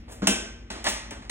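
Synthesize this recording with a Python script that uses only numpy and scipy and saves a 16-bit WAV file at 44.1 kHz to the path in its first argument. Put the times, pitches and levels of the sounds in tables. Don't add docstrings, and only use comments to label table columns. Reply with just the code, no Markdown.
import sys
import numpy as np
from scipy import signal
from scipy.fft import rfft, irfft, next_fast_len
from scipy.io import wavfile
from scipy.ndimage import uniform_filter1d, map_coordinates

SR = 44100
rng = np.random.default_rng(int(sys.argv[2]) if len(sys.argv) > 2 else 0)


def transcribe(signal):
    frames = np.atleast_2d(signal).T
    limited = np.clip(frames, -1, 1)
    pcm = np.round(limited * 32767).astype(np.int16)
    wavfile.write(sys.argv[1], SR, pcm)


N = 57330
T = np.arange(N) / SR
FFT_SIZE = next_fast_len(2 * N)
HZ = np.fft.rfftfreq(FFT_SIZE, 1 / SR)

# t/s, level/dB, ring length factor, thud gain over the boom/dB
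BIN_HITS = [(0.2196, 4, 0.71, 6.5), (0.2721, 7, 1, 5.5), (.703, -16, 0.54, 18.5), (.872, -9, 1, 7),
            (1.112, -16, 0.69, 13)]
# f/Hz, level/dB, t60/s
BIN_BODY = [(195, 0, .19), (213, -5, .17), (271, -10, .24), (308, -8, .24), (368, -15, .22),
            (390, -14, .23), (482, -22, .25), (609, -14, .27), (1410, -24, .15)]
# f/Hz, gain/dB
THUD_EQ = [(115, -70.5), (165, -35.5), (215, 1), (400, -1), (650, -3), (950, -7), (1450, -3), (2000, -14.5),
           (3500, -16.5), (7000, -21), (14000, -54)]
def bin_thumps():
    out = np.zeros((2, N))
    for start, db, length, thud_db in BIN_HITS:
        boom = in_garage(ring(BIN_BODY, attack_s=.003, length=length), send_db=-19)
        thud = in_garage(eq(contact_burst(t60=.11), THUD_EQ), send_db=3)
        out += delayed(start, amp(db) * (boom + amp(thud_db) * thud))
    return out


# t/s, level/dB, burst t60/s, tilt/(dB per octave), burst reverb send/dB
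CLACK_HITS = [(.2708, 15, .018, 1.8, 0), (.2768, 10, .02, -3, -5), (.7018, -6.5, .06, -1.5, -2),
              (.8418, -4, .014, 3, -3), (.8655, 0, .06, 0, 0), (.8840, 1, .06, 4, 1.5),
              (1.1082, -7, .018, 0, -3)]
# f/Hz, gain/dB
CLACK_EQ = [(130, -47.5), (400, -8), (650, 1), (850, 0.5), (1300, -9), (1550, 0), (1750, -6), (2100, -1.5),
            (2700, -1.5), (3100, -1.5), (3500, -1), (4300, -9.5), (5600, 1.5), (7400, -7), (8500, -5.5),
            (9500, -9.5), (11000, -11), (13000, -43), (15500, -17)]
# f/Hz, level/dB, t60/s
CLACK_RING = [(795, -23, .3), (1066, -25, .45), (1541, -21, .62), (1552, -23.5, .62), (2040, -24, .38),
              (2396, -22, .38), (2643, -15.5, .36), (2832, -19, .26), (3025, -17.5, .38), (3160, -21, .45),
              (5740, -21, .26), (7297, -20.5, .24), (8055, -21, .22), (8450, -21, .2), (9792, -27, .2)]
def clacks():
    return blows(CLACK_HITS, CLACK_EQ, CLACK_RING)


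# t/s, level/dB, burst t60/s, tilt/(dB per octave), burst reverb send/dB
KNOCK_HITS = [(.0795, -24, .05, -7, 4.5), (.2704, 6, 0.016, -2.5, -9), (.7025, -5, 0.014, -0.5, 3.5),
              (.7555, -9.5, 0.22, -4, 4), (.8425, -0.5, 0.106, -2.5, 7.5), (.8503, -4, 0.048, -1.5, 12),
              (.8652, 11, 0.055, -2, -6), (.8765, -3.5, 0.076, -.5, 1), (1.1115, -9, 0.13, -5.5, -2),
              (1.218, -14, 0.31, -2.5, -5), (1.2952, 8.5, 0.45, 1.5, 15)]
# f/Hz, gain/dB
KNOCK_EQ = [(130, -36.5), (250, -11.5), (470, -9.5), (640, -1), (900, 2), (1200, 1.5), (1500, -4.5),
            (1800, 1), (2500, -2.5), (4200, 0), (6300, -4.5), (9000, -10), (15000, -37)]
# f/Hz, level/dB, t60/s
PANEL_RING = [(582, -21, .18), (650, -21, .2), (762, -19, .22), (872, -18.5, .36), (925, -22, .3),
              (1711, -21, .3), (1772, -19, .3), (1893, -19.5, .3), (2032, -22, .28)]
def panel_knocks():
    return blows(KNOCK_HITS, KNOCK_EQ, PANEL_RING)


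def blows(hits, contact_eq, modes):
    out = np.zeros((2, N))
    for start, db, t60, tilt_db, send_db in hits:
        contact = in_garage(eq(contact_burst(t60), contact_eq, tilt_db), send_db)
        ringing = in_garage(ring(modes, attack_s=.0016), send_db=-9)
        out += delayed(start, amp(db) * (contact + ringing))
    return out


def contact_burst(t60, attack_s=.0016, smooth_hz=220):
    grit = rng.standard_normal(N) * np.exp(.4 * wobble(940))
    burst = grit * decay(T, t60) * onset(T, attack_s)
    power = uniform_filter1d(np.abs(rfft(burst, FFT_SIZE)) ** 2, size=int(smooth_hz / HZ[1]))
    flat = filtered(burst, 1 / np.sqrt(np.abs(power) + 1e-20))
    return flat / np.linalg.norm(flat)


def ring(modes, attack_s, length=1):
    out = np.zeros(N)
    for k, (hz, db, t60) in enumerate(modes):
        phase = 2 * np.pi * hz * T + .28 * wobble(30)
        mode = np.sin(phase) * decay(T, t60 * length) * onset(T, attack_s)
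        out += (-1) ** k * amp(db) * mode / np.linalg.norm(mode)
    return out


# peak t/s, level/dB, 20 dB rise/s, 20 dB fall/s, tilt/(dB per octave)
SLIDE_STROKES = [(0.092, -57, 0.011, 0.19, -5.5), (.124, -52, 0.028, 0.036, 0)]
# f/Hz, gain/dB
SLIDE_EQ = [(100, -11.5), (250, 0), (600, 12.5), (1300, 9), (3000, 8), (4500, 8), (7500, 12.5),
            (11000, 7.5), (15000, 0.5)]
def slides():
    out = np.zeros(N)
    for peak, db, rise, fall, tilt_db in SLIDE_STROKES:
        rub = unit_rms(rng.standard_normal(N) * np.exp(.11 * wobble(500)))
        swell = amp(-20 * np.maximum((peak - T) / rise, (T - peak) / fall))
        out += amp(db) * eq(rub * swell, SLIDE_EQ, tilt_db)
    return in_garage(out, send_db=-3.5)


# f/Hz, t60/s
GARAGE_T60 = [(150, 0.5), (400, 0.64), (900, 0.66), (2000, 0.7132), (3500, 0.5568), (6000, 0.5348),
              (9000, 0.3828), (15000, 0.2037)]
# f/Hz, gain/dB
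GARAGE_EQ = [(200, 4.5), (1000, -5.5), (2500, -1.2), (6000, -1), (12000, 3)]
def in_garage(x, send_db, predelay_s=.0016):
    hz, t, bands = signal.stft(diffuse_noise(), SR, nperseg=256)
    bands = bands * decay(t, curve(GARAGE_T60, hz)[:, None])
    tail = signal.istft(bands, SR, nperseg=256)[1][:, :N]
    tail = tail * onset(np.maximum(T - predelay_s, 0), attack_s=.00057)
    tail = eq(unit_rms(tail) / np.sqrt(N), GARAGE_EQ)
    return x + amp(send_db) * filtered(x, rfft(tail, FFT_SIZE))


# f/Hz, level/dB
MOTOR_TONES = [(49, -49), (58.4, -50), (97, -61), (120, -58.5), (235.5, -55.5)]
def machine_hum():
    out = np.zeros(N)
    for hz, db in MOTOR_TONES:
        gain = amp(db + .7 * wobble(5.95))
        phase = 2 * np.pi * hz * T + .08 * wobble(8.1)
        out += gain * unit_rms(np.sin(phase))
    return out


# f/Hz, gain/dB
AIR_EQ = [(20, -29), (32, -20.5), (48, 18.5), (85, 16.5), (140, 1.5), (220, 11), (320, 5), (500, -2),
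          (900, -10.5), (2500, -9.5), (5000, -21.5), (8000, -35), (15000, -52)]
# f/Hz, gain/dB
ECHO_EQ = [(200, -11.5), (700, -6), (2000, -3), (5500, 30.5), (8000, 10.5), (14000, 8)]
def room_air():
    air = unit_rms(filtered(diffuse_noise(), amp(curve(AIR_EQ))))
    echo = unit_rms(filtered(diffuse_noise(), amp(curve(ECHO_EQ))))
    return amp(-49) * air + amp(-64) * echo * decay(T, t60=.31)


# f/Hz, coherence (0 to 1)
COHERENCE = [(150, .99), (450, .93), (900, .9), (1150, .55), (1550, .2), (2000, .55), (3200, .15),
             (4600, .94), (7000, .76), (15000, .7)]
def diffuse_noise():
    width = np.arccos(np.clip(curve(COHERENCE), 0, 1)) / 2
    mid, side = filtered(rng.standard_normal((2, N)), np.array([np.cos(width), np.sin(width)]))
    return np.array([mid + side, mid - side])


# f/Hz, left over right/dB
BALANCE = [(60, 0.7), (280, 2.5), (600, 0.5), (1000, -1.5), (1500, -2.5), (2500, 0.5), (10000, 0)]
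# f/Hz, lag/rad
LEFT_PHASE_LAG = [(100, 0), (300, .15), (600, 1), (1400, .9), (1700, -.3), (2100, -.8), (2600, -.2),
                  (4000, 0), (4700, -.25), (6500, 0)]
def from_the_right(x, lag_s=.000116):
    split = np.array([[.5], [-.5]])
    phase_lag = 2 * np.pi * HZ * lag_s + curve(LEFT_PHASE_LAG)
    return filtered(x, amp(split * curve(BALANCE)) * np.exp(-1j * split * phase_lag))


def amp(db):
    return 10 ** (np.asarray(db) / 20)


def unit_rms(x):
    return x / np.sqrt(np.mean(x ** 2) + 1e-20)


def onset(t, attack_s):
    return 1 - np.exp(-t / attack_s)


def decay(t, t60):
    return amp(-60 * t / t60)


def delayed(seconds, x):
    return np.pad(x, ((0, 0), (round(seconds * SR), 0)))[:, :N]


def wobble(rate):
    return map_coordinates(rng.standard_normal(N), [T * rate + 2])


def curve(points, hz=HZ):
    freqs, values = np.transpose(points)
    return np.interp(np.log(hz + 1), np.log(freqs + 1), values)


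def filtered(x, response):
    return irfft(rfft(x, FFT_SIZE) * response, FFT_SIZE)[..., :N]


def eq(x, points, tilt_db=0):
    octaves = np.log2(np.maximum(HZ, 300) / 3000)
    cepstrum = irfft(np.log(amp(curve(points) + tilt_db * octaves)), FFT_SIZE)
    cepstrum[1:FFT_SIZE // 2] *= 2
    cepstrum[FFT_SIZE // 2 + 1:] = 0
    return filtered(x, np.exp(rfft(cepstrum)))


def scene():
    action = clacks() + panel_knocks() + bin_thumps() + slides()
    return from_the_right(action + machine_hum() + room_air())


def record(dry, cutoff_hz=15900):
    return filtered(dry, 1 / np.sqrt(1 + (HZ / cutoff_hz) ** 140))


dry = scene()
out = record(dry)
transcribe(out)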